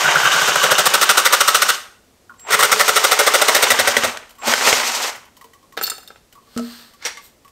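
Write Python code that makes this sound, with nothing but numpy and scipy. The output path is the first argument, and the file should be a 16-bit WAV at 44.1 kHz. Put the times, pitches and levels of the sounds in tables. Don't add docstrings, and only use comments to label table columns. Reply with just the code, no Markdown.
import sys
import numpy as np
from scipy import signal
from scipy.fft import rfft, irfft, next_fast_len
from scipy.io import wavfile
from scipy.ndimage import uniform_filter1d

SR = 44100
rng = np.random.default_rng(int(sys.argv[2]) if len(sys.argv) > 2 else 0)


def master_out(mix):
    frames = np.transpose(np.atleast_2d(mix))
    ceiling = np.clip(frames, -1, 1)
    pcm = np.round(ceiling * 32767).astype(np.int16)
    wavfile.write(sys.argv[1], SR, pcm)


N = 331191

# f/Hz, relative density/dB
ROOM_TONE_SPECTRUM = [(20, 1), (60, 2), (130, -5.5), (200, -7), (245, -2.5), (300, -7), (500, -7),
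                      (1000, -14.5), (1600, -18.5), (3000, -20.5), (8000, -21.5), (11000, -21.5),
                      (15800, -32.5)]
ROOM_TONE_DB = -54

# full speed reached t/s, trigger released t/s
TRIGGER_RUNS = [(-.5, 1.751), (2.506, 4.1), (4.462, 5.1)]
SPIN_UP_DB_PER_S, COAST_DB_PER_S, WHIRR_DB_PER_SPEED_DB = 424, 127, 1.24
POWER_OFF_DROP_DB, POWER_OFF_TAU_S = 5, 0.011

# t/s, growl level/dB, whirr level/dB
MOTOR_LEVELS = [(0, -18.5, -24), (.55, -22.5, -22), (1.0, -23.5, -27.5), (1.72, -30.5, -26),
                (2.51, -23.5, -28), (2.7, -26.5, -24), (3.6, -22, -22.5), (4.07, -25.5, -28.5),
                (4.46, -21.5, -25), (4.52, -18.5, -17), (4.57, -26, -25), (4.68, -17.5, -15.5),
                (4.85, -24, -21.5), (5.1, -27.5, -27)]
# f/Hz, relative density/dB
GROWL_SPECTRUM = [(35, -65.5), (60, -34.5), (219, -40), (289, -11.5), (457, -3), (938, 3), (1120, 2),
                  (1320, 3), (1660, -1.5), (1900, 1), (3000, -6), (3900, -16.5), (6600, -120)]
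# f/Hz, relative density/dB
WHIRR_SPECTRUM = [(1180, -58), (2000, -2.5), (2340, 4), (5160, 5.5), (6390, 5.5), (8490, 1), (10300, -4),
                  (13200, -5.5), (15600, -15.5)]
# f/Hz, start t/s, end t/s, level re growl/dB
SHAKEN_NOTES = [(203.8, 0.54, 2.7, -18), (405.6, 0.29, 1.8, -14.5), (434, 2.7, 3.45, -3),
                (238, 4, 4.57, -10)]
SHAKE_FADE_DB_PER_S, SHAKE_SWING_DB = 17, 10

# t/s, level/dB, length/s, wall ring f/Hz
CUT_STROKES = [(0.043, -4, 0.033, 1450), (0.076, -0.5, 0.012, 1520), (0.153, 2, 0.022, 1480),
               (0.234, -1.5, 0.031, 1475), (0.336, -3, 0.039, 1400), (0.416, 1.5, 0.012, 1430),
               (0.478, -1.5, 0.026, 1370), (0.559, 4, 0.0095, 1410), (0.632, 0, 0.028, 1370),
               (0.711, 1.5, 0.023, 1470), (0.784, 0, 0.027, 1400), (0.859, 1, 0.023, 1170),
               (0.941, 1.5, 0.019, 1370), (1.016, -1.5, 0.032, 1310), (1.095, 0.5, 0.026, 1350),
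               (1.174, -1, 0.032, 1320), (1.253, 0, 0.026, 1310), (1.328, 1, 0.027, 1280),
               (1.408, 1.5, 0.02, 1330), (1.48, 1.5, 0.024, 1220), (1.548, 1.5, 0.026, 1400),
               (1.622, 2, 0.02, 1440), (1.687, 0.5, 0.026, 1410), (2.508, -12, 0.022, 1440),
               (2.523, -5, 0.018, 1380), (2.538, -3, 0.02, 1360), (2.592, -5.5, 0.033, 1130),
               (2.628, -2, 0.033, 1350), (2.719, 0, 0.02, 1300), (2.797, -2.5, 0.027, 1260),
               (2.882, -2.5, 0.024, 1390), (2.962, -2, 0.023, 1300), (3.041, -2, 0.025, 1330),
               (3.116, -2.5, 0.028, 1310), (3.193, -2.5, 0.027, 1410), (3.268, -3, 0.024, 1280),
               (3.341, -2.5, 0.028, 1400), (3.417, -2, 0.019, 1350), (3.485, -1.5, 0.021, 1220),
               (3.551, -2.5, 0.031, 1250), (3.626, -1, 0.023, 1530), (3.706, 0, 0.025, 1520),
               (3.795, -1, 0.024, 1650), (3.877, -0.5, 0.021, 1550), (3.971, -4, 0.022, 1490),
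               (4.041, -1.5, 0.023, 1480), (4.475, -3.5, 0.016, 1590), (4.668, -7, 0.04, 1460)]
# t/s, wall ring level/dB, hollow level/dB, upper ring level/dB, rasp level/dB, low jolt level/dB
CUT_BALANCE = [(0, -10.5, -47, -30, -40, -28), (.55, -14.5, -23.5, -19.5, -28.5, -33.5),
               (.85, -12.5, -24.5, -19, -21, -33.5), (1.1, -9.5, -26, -14, -19.5, -57),
               (1.7, -12.5, -31.5, -17, -23, -46), (2.5, -8, -26, -9.5, -19.5, -36.5),
               (3.452, -10, -17, -10.5, -19, -52.5), (3.62, -17.5, -20.5, -11, -19, -37.5),
               (4.049, -17, -22.5, -17, -26, -36.5), (4.7, -45, -19.5, -19, -23.5, -35.5)]
# f/Hz, width/Hz, level/dB
RASP_RESONANCES = [(2795, 600, 4), (3584, 760, 3.5), (5330, 2200, 1.5), (8270, 1300, 0.5),
                   (12100, 1400, -13)]
# f/Hz, width/Hz, level/dB
HOLLOW_NOTES = [(453.4, 67, -11), (562, 218, 6.5), (721.5, 110, -5)]
# t/s, width/Hz
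WALL_RING_WIDTH = [(0, 170), (.9, 340), (4.7, 380)]
# t/s, f/Hz
JOLT_PITCH = [(0, 147), (3.5, 140), (3.7, 100), (4.7, 110)]
UPPER_RING_HZ, UPPER_RING_WIDTH_HZ, JOLT_WIDTH_HZ, RING_SCATTER_DB = 1952, 590, 51, 1.2
BITE_S, RELEASE_POWER = .006, 4
JUDDER_PER_S, JUDDER_DB = 110, 1.8

# t/s, level/dB
DRAG_LEVEL = [(0, -23), (.7, -22), (1.1, -30.5), (2.5, -35), (4.05, -32.5), (4.3, -72)]
# f/Hz, width/Hz, level/dB
DRAG_RESONANCES = [(1143, 240, -5), (1550, 160, -1.5), (2950, 530, -2.5), (3675, 190, -9), (6190, 1800, -9)]
RETURN_LEAD_S, RETURN_HALF_S, RETURN_DB, RETURN_HZ, RETURN_WIDTH_HZ = 0.017, .014, -31.5, 1150, 420

# t/s, squeak level/dB, squeak f/Hz, bright snap level/dB
HANDLING_TICKS = [(2.295, -38.5, 1420, -61), (2.302, -43, 1080, -75), (2.339, -47, 1067, -63),
                  (2.395, -62, 1130, -48), (4.2934, -62, 1390, -47), (4.307, -59, 1015, -49),
                  (4.352, -64, 1480, -53), (4.384, -38.5, 1110, -50), (5.158, -49, 1480, -41),
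                  (5.21, -46, 1070, -65), (5.253, -55, 1060, -53), (5.3678, -54, 1010, -46.5),
                  (5.4116, -42, 1080, -47), (5.443, -49, 967, -50), (5.5342, -52, 1090, -50),
                  (5.5466, -46.5, 1120, -75), (5.6281, -48, 1080, -61), (5.724, -42.5, 1088, -49),
                  (6.326, -62, 1440, -49), (6.3526, -44, 1120, -56), (6.379, -48, 1115, -70.5),
                  (6.4245, -52, 1056, -68), (6.4694, -51.5, 1130, -72.5), (6.9357, -49, 1144, -50),
                  (7.173, -39, 1144, -54.5), (7.4476, -45, 1120, -53), (7.479, -57, 1130, -53.5)]
# f/Hz, level/dB, t60/s
SNAP_MODES = [(1942, 1, .04), (3045, 1, .025)]
SQUEAK_S, SQUEAK_SAG_HZ_PER_S, SQUEAK_ROUGH_DB, SQUEAK_ROUGH_PER_S = .028, 1500, 4.5, 120.5

# start t/s, end t/s, level/dB
WHINE_SPANS = [(2.378, 2.51, -40), (4.378, 4.48, -41)]
WHINE_HZ = 7590
# start t/s, end t/s, level/dB
GROAN_SPANS = [(2.445, 2.5, -43), (4.425, 4.5, -29)]
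GROAN_HZ, GROAN_WIDTH_HZ = 840, 150

# t/s, level/dB
SNAG_BLOWS = [(3.789, -8), (3.873, -8), (3.967, -1.5), (4.036, -7.5), (4.172, -18), (4.479, -12),
              (4.537, 0), (4.579, -12), (4.61, -14), (4.728, -4), (4.799, -13)]
# f/Hz, level/dB, t60/s
STUB_MODES = [(450, -11, .025), (620, -10, .025), (1550, -3, .02), (1850, -6, .012), (2150, -3, .012),
              (3300, -8, .012)]

# t/s, level/dB, crack level re blow/dB, favoured f/Hz
KNOCK_BLOWS = [(5.443, -39, -5, 460), (6.472, -45, -10, 460), (6.564, -14.5, -22, 250),
               (6.5658, -20.5, -24, 470), (6.5755, -17, -1, 900), (6.585, -19.5, -11, 1300),
               (6.594, -14, -15, 600)]
# f/Hz, level/dB, t60/s
PIPE_MODES = [(237, -5, .42), (400, -12, .06), (458, -8, .28), (640, -6, .07), (1303, -5, .06)]

# t/s, blade ring level/dB, favoured f/Hz, housing thud level/dB
SAW_BOUNCES = [(5.769, -29, 5000, -40), (5.775, -21, 3600, -27), (5.788, -28, 3600, -38),
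               (5.812, -25, 7300, -30), (5.818, -26, 9500, -46), (5.827, -19, 13800, -52),
               (5.835, -13, 13800, -58), (5.837, -15, 4400, -58), (5.856, -17, 4500, -49),
               (5.867, -15, 4400, -52), (5.869, -19, 7300, -60), (5.877, -30, 5300, -36),
               (5.899, -12, 8500, -49), (5.9005, -16, 4400, -60), (5.917, -30, 5300, -38),
               (5.981, -30, 2750, -46), (6.031, -42, 13800, -56), (6.076, -29, 3630, -62),
               (6.082, -33, 5030, -62), (6.104, -60, 2750, -46), (6.159, -59, 2750, -49)]
# f/Hz, level/dB, t60/s
BLADE_MODES = [(2756, -8, .04), (3630, -7, .03), (4414, -5, .03), (5030, -9, .04), (5300, -9, .035),
               (6196, -11, .03), (7284, -6, .028), (8484, -5, .018), (9500, -7, .022), (10850, -8, .02),
               (12520, -6, .02), (13800, -5, .02), (14300, -6, .016)]
# f/Hz, level/dB, t60/s
HOUSING_MODES = [(437, 3.5, 0.037), (790, 5.5, 0.026), (1314, 8.5, 0.026), (1630, 10.5, 0.013)]

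# middle t/s, half length/s, level/dB, tilt/(dB per octave)
SLIDE_STROKES = [(6.715, 0.24, -46, 2), (7.075, 0.065, -45, -5), (7.255, 0.05, -53, 7)]
# f/Hz, width/Hz, level/dB
SLIDE_RESONANCES = [(1290, 1930, 2), (2850, 2800, 0), (4030, 1400, -5), (5700, 1800, -22), (8400, 3200, -5),
                    (12400, 4600, -9)]
SLIDE_FADE_DB, SLIDE_TILT_PIVOT_HZ = 18, 4200

# t/s, level/dB, favoured f/Hz
CLACK_BLOWS = [(7.0235, -27, 2100), (7.043, -28, 1690), (7.0507, -11, 5740), (7.0554, -14.5, 2130),
               (7.063, -14, 2040), (7.1712, -24, 1900)]
# f/Hz, level/dB, t60/s
FITTING_MODES = [(480, -14, .05), (1460, -12, .04), (1674, -11, .04), (1900, -11, .04), (2100, -8, .04),
                 (2250, -10, .04), (3600, -12, .03), (5590, -7, .03), (5810, -7, .03), (6800, -13, .025),
                 (7200, -13, .025), (8600, -13, .025), (9900, -15, .025), (12600, -21, .025)]

BLOW_SCATTER_DB, FAVOUR_DB_PER_OCTAVE, FAVOUR_FLOOR_DB = 2.5, 36, -14
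BASEMENT_T60_S, BASEMENT_DB, WALL_CUT_HZ = 0.45, -12, 12000
MIC_DIP_HZ, MIC_DIP_WIDTH_HZ, MIC_DIP_SHARE, CUTOFF_HZ = 10280, 2270, 0.52, 15700


def amp(db):
    return 10 ** (np.asarray(db) / 20)


def rms_one(x):
    return x / np.sqrt(np.mean(x ** 2) + 1e-20)


def in_time(rows):
    s, *columns = np.transpose(rows)
    return [np.interp(np.arange(N) / SR, s, c) for c in columns]


def coloured(x, spectrum):
    hz, db = np.transpose(spectrum)
    size = next_fast_len(N)
    log_hz = np.log(np.fft.rfftfreq(size, 1 / SR) + 1)
    gain = amp(np.interp(log_hz, np.log(hz), db))
    return rms_one(irfft(rfft(x, size) * gain, size)[:N])


def flicker(rate_per_s, db):
    r = np.exp(-2 * np.pi * rate_per_s / SR)
    wander = signal.lfilter([1], [1, -2 * r, r * r], rng.standard_normal(N + SR))[SR:]
    return amp(db * rms_one(wander))


def grains(count, per_s, spread_db):
    sizes = amp(spread_db * np.minimum(rng.exponential(1, count), 4)) * rng.choice([-1, 1], count)
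    return rms_one(sizes * (rng.random(count) < per_s / SR))


def resonate(x, hz, width_hz):
    r = np.exp(-np.pi * width_hz / SR)
    gain = np.sqrt((1 - r * r) / 2)
    return signal.lfilter([gain, 0, -gain], [1, -2 * r * np.cos(2 * np.pi * hz / SR), r * r], x)


def narrow(x, hz, width_hz):
    return resonate(resonate(x, hz, width_hz), hz, width_hz) * np.sqrt(2 * np.pi * width_hz / SR)


def ring(force, hz, width_hz):
    return rms_one(narrow(force, hz, width_hz)) * np.sqrt(np.mean(force ** 2))


def gate(spans, rise_s):
    t = np.arange(N) / SR
    return sum(amp(db) * np.clip((t - a) / rise_s, 0, 1) * np.clip((b - t) / 0.0039, 0, 1)
               for a, b, db in spans)


def strike(times_s, levels_db, modes, rattle_s, crack_db, crack_t60_s, crack_hz, rattle_db=0,
           favoured_hz=None):
    at, levels_db = (np.array(times_s) * SR).astype(int), np.array(levels_db)
    spread_db = rng.normal(0, BLOW_SCATTER_DB, (len(at), len(modes)))
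    if favoured_hz is not None:
        octaves = np.abs(np.log2(np.array(modes)[:, 0] / favoured_hz[:, None]))
        spread_db = spread_db + np.maximum(-FAVOUR_DB_PER_OCTAVE * octaves, FAVOUR_FLOOR_DB)

    clicks = np.zeros(N)
    clicks[at] = amp(levels_db + crack_db)
    crack_decay = signal.lfilter([1], [1, -amp(-60 / (crack_t60_s * SR))], clicks + 1e-18)
    edges_hz = [crack_hz / 5, min(crack_hz * 3, .45 * SR)]
    band = signal.butter(2, edges_hz, "band", fs=SR, output="sos")
    out = signal.sosfilt(band, crack_decay * rng.standard_normal(N))

    rattle_grains = grains(count=N, per_s=2100, spread_db=0.0)
    for k, (hz, db, t60_s) in enumerate(modes):
        r, w = amp(-60 / (t60_s * SR)), 2 * np.pi * hz / SR
        clicks[at] = amp(levels_db + db + spread_db[:, k]) * (-1) ** k
        rattle_decay = signal.lfilter([1], [1, -np.exp(-1 / (rattle_s * SR))], clicks + 1e-18)
        rattle = rattle_decay * rattle_grains / np.sqrt(rattle_s * SR)
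        drive = clicks + amp(rattle_db) * rattle
        out += signal.lfilter([0, np.sin(w)], [1, -2 * r * np.cos(w), r * r], drive)
    return out


def running():
    t, runs = np.arange(N) / SR, []
    for full_s, off_s in TRIGGER_RUNS:
        since_s = np.maximum(t - off_s, 0)
        spin_up_db = SPIN_UP_DB_PER_S * np.minimum(t - full_s, 0)
        drop_db = POWER_OFF_DROP_DB * (1 - np.exp(-since_s / POWER_OFF_TAU_S))
        runs.append(spin_up_db - COAST_DB_PER_S * since_s - drop_db)
    return np.max(runs, axis=0)


def surge():
    t = np.arange(N) / SR
    starts = np.transpose(CUT_STROKES)[0]
    since_s = t - starts[np.maximum(np.searchsorted(starts, t) - 1, 0)]
    return uniform_filter1d(np.exp(-np.abs(since_s) / .035), size=400)


def room_tone():
    return amp(ROOM_TONE_DB) * coloured(rng.standard_normal(N), ROOM_TONE_SPECTRUM) * flicker(3, 0.46)


def low_notes():
    t = np.arange(N) / SR
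    jolts = rng.standard_normal(N) * flicker(4.1, 0.97)
    shaken = np.zeros(N)
    for hz, start_s, end_s, db in SHAKEN_NOTES:
        outside_s = np.maximum(0, np.maximum(start_s - t, t - end_s))
        shaken += amp(db - SHAKE_FADE_DB_PER_S * outside_s) * narrow(jolts, hz, 0.11 * hz)
    return shaken * amp(SHAKE_SWING_DB * (surge() - .75))


def motor():
    (growl_db, whirr_db), speed_db = in_time(MOTOR_LEVELS), running()
    growl = coloured(grains(count=N, per_s=3400, spread_db=1.5), GROWL_SPECTRUM) * flicker(44, 2.3)
    whirr = coloured(grains(count=N, per_s=13000, spread_db=1.0), WHIRR_SPECTRUM) * flicker(23, 1.7)
    low = amp(growl_db + speed_db) * (growl + low_notes())
    return low + amp(whirr_db + WHIRR_DB_PER_SPEED_DB * speed_db) * whirr


def cutting():
    out, size = np.zeros(N + SR), 6000
    t = np.arange(size) / SR
    teeth = grains(count=len(CUT_STROKES) * size, per_s=4000, spread_db=1.5).reshape(-1, size)
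    judder = np.resize(flicker(JUDDER_PER_S, JUDDER_DB), teeth.shape)
    when, *columns = np.transpose(CUT_BALANCE)
    scatter_db = RING_SCATTER_DB * rng.standard_normal((len(CUT_STROKES), 2))
    for bites, (hollow_luck_db, upper_luck_db), stroke in zip(teeth * judder, scatter_db, CUT_STROKES):
        s, level_db, length_s, wall_hz = stroke
        wall_db, hollow_db, upper_db, rasp_db, jolt_db = (np.interp(s, when, c) for c in columns)
        wall_width_hz = np.interp(s, *np.transpose(WALL_RING_WIDTH))
        jolt_hz = np.interp(s, *np.transpose(JOLT_PITCH))

        pull = np.clip(t / BITE_S, 0, 1) ** 0.31 * np.exp(-(t / length_s) ** RELEASE_POWER)
        force = amp(level_db) * rms_one(bites * pull) * np.sqrt(np.mean(pull ** 2))

        rasp = sum(amp(db) * resonate(force, hz, width_hz) for hz, width_hz, db in RASP_RESONANCES)
        rasp = rasp + amp(-5.0) * force
        sound = amp(rasp_db) * signal.lfilter([1, -1], [1, -.72], rasp)
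        sound += amp(wall_db) * ring(force, wall_hz, wall_width_hz)
        sound += amp(upper_db + upper_luck_db) * ring(force, UPPER_RING_HZ, UPPER_RING_WIDTH_HZ)
        for hz, width_hz, db in HOLLOW_NOTES:
            sound += amp(hollow_db + db + hollow_luck_db) * ring(force, hz, width_hz)
        sound += amp(jolt_db) * ring(force, jolt_hz, JOLT_WIDTH_HZ)
        start = max(int((s - .004) * SR), 0)
        out[start:start + size] += sound
    return out[:N]


def blade_drag():
    level = amp(in_time(DRAG_LEVEL)[0] + 2 * running())
    drag = grains(count=N, per_s=2400, spread_db=2.5) * flicker(30, 3.2) * level
    return sum(amp(db) * narrow(drag, hz, width_hz) for hz, width_hz, db in DRAG_RESONANCES)


def return_strokes():
    s, db, *_ = np.transpose(CUT_STROKES)
    t = np.arange(6000) / SR
    hump = np.exp(-((t - t.mean()) / RETURN_HALF_S) ** 2)
    back = np.zeros(N)
    back[(np.maximum(s - RETURN_LEAD_S, 0) * SR).astype(int)] = amp(db + RETURN_DB)
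    back = signal.fftconvolve(back, hump, "same") * amp(running())
    return narrow(back * grains(count=N, per_s=3300, spread_db=1.5), RETURN_HZ, RETURN_WIDTH_HZ)


def squeaks(rows):
    out, t = np.zeros(N + SR), np.arange(4000) / SR
    shape = np.clip(t / .002, 0, 1) * np.exp(-(t / SQUEAK_S) ** 2)
    for s, db, hz in rows:
        start = int(s * SR)
        cycles = (hz - SQUEAK_SAG_HZ_PER_S * (t / 2 - SQUEAK_S / 2)) * t
        out[start:start + len(t)] += amp(db) * shape * np.sin(2 * np.pi * cycles)
    return out[:N] * flicker(SQUEAK_ROUGH_PER_S, SQUEAK_ROUGH_DB)


def handling_ticks():
    s, squeak_db, squeak_hz, snap_db = np.transpose(HANDLING_TICKS)
    snaps = strike(s, snap_db, SNAP_MODES, rattle_s=.004, crack_db=4.5, crack_t60_s=0.092, crack_hz=5000)
    return snaps + squeaks(zip(s, squeak_db, squeak_hz))


def speed_control_whine():
    phase = 2 * np.pi * WHINE_HZ * np.arange(N) / SR
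    return gate(WHINE_SPANS, 0.036) * (np.sin(phase) + amp(-28.5) * np.sin(2 * phase))


def gear_groan():
    jolts = rng.standard_normal(N) * flicker(4.1, 0.97)
    return gate(GROAN_SPANS, 0.0058) * narrow(jolts, GROAN_HZ, GROAN_WIDTH_HZ)


def blade_snags():
    s, db = np.transpose(SNAG_BLOWS)
    return strike(s, db, STUB_MODES, rattle_s=0.003, crack_db=-2, crack_t60_s=0.022, crack_hz=2500)


def pipe_knocks():
    s, db, crack_db, favoured_hz = np.transpose(KNOCK_BLOWS)
    return strike(s, db, PIPE_MODES, rattle_s=0.0018, crack_db=crack_db, crack_t60_s=0.03, crack_hz=2960,
                  rattle_db=-14, favoured_hz=favoured_hz)


def saw_down():
    s, blade_db, favoured_hz, thud_db = np.transpose(SAW_BOUNCES)
    blade = strike(s, blade_db, BLADE_MODES, rattle_s=.007, crack_db=-7, crack_t60_s=.018, crack_hz=7500,
                   rattle_db=4.5, favoured_hz=favoured_hz)
    housing = strike(s, thud_db, HOUSING_MODES, rattle_s=0.0022, crack_db=9.0, crack_t60_s=0.09,
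                     crack_hz=1210)
    return blade + housing


def sliding():
    t = np.arange(N) / SR
    rub = grains(count=N, per_s=13000, spread_db=3.0) * flicker(43.0, 0.46)
    out = np.zeros(N)
    for hz, width_hz, db in SLIDE_RESONANCES:
        note = narrow(rub, hz, width_hz)
        octaves = np.log2(hz / SLIDE_TILT_PIVOT_HZ)
        for mid_s, half_s, level_db, tilt_db in SLIDE_STROKES:
            fade_db = SLIDE_FADE_DB * ((t - mid_s) / half_s) ** 2
            out += note * amp(db + level_db + tilt_db * octaves - fade_db)
    return out


def fitting_clacks():
    s, db, favoured_hz = np.transpose(CLACK_BLOWS)
    return strike(s, db, FITTING_MODES, rattle_s=.014, crack_db=-9, crack_t60_s=.11, crack_hz=2600,
                  favoured_hz=favoured_hz)


def basement(x):
    t = np.arange(SR // 2) / SR
    tail = rng.standard_normal(len(t)) * amp(-60 * t / BASEMENT_T60_S) * (t > .004)
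    tail = signal.lfilter(*signal.butter(1, WALL_CUT_HZ, fs=SR), tail)
    return signal.fftconvolve(x, tail / np.sqrt(np.sum(tail ** 2)))[:N]


def scene():
    diffuse = room_tone() + motor() + speed_control_whine() + gear_groan()
    contacts = cutting() + blade_drag() + return_strokes() + handling_ticks() + blade_snags()
    contacts = contacts + pipe_knocks() + saw_down() + sliding() + fitting_clacks()
    return (contacts + amp(BASEMENT_DB) * basement(contacts) + diffuse)[None]


def record(dry):
    peak = signal.iirpeak(MIC_DIP_HZ, MIC_DIP_HZ / MIC_DIP_WIDTH_HZ, fs=SR)
    dipped = dry - MIC_DIP_SHARE * signal.lfilter(*peak, dry)
    clipped = np.clip(dipped, -.97, .97)
    thin = signal.sosfilt(signal.butter(1, 70, "high", fs=SR, output="sos"), clipped)
    return signal.sosfilt(signal.ellip(14, .5, 95, CUTOFF_HZ, fs=SR, output="sos"), thin)


dry = scene()
out = record(dry)
master_out(out)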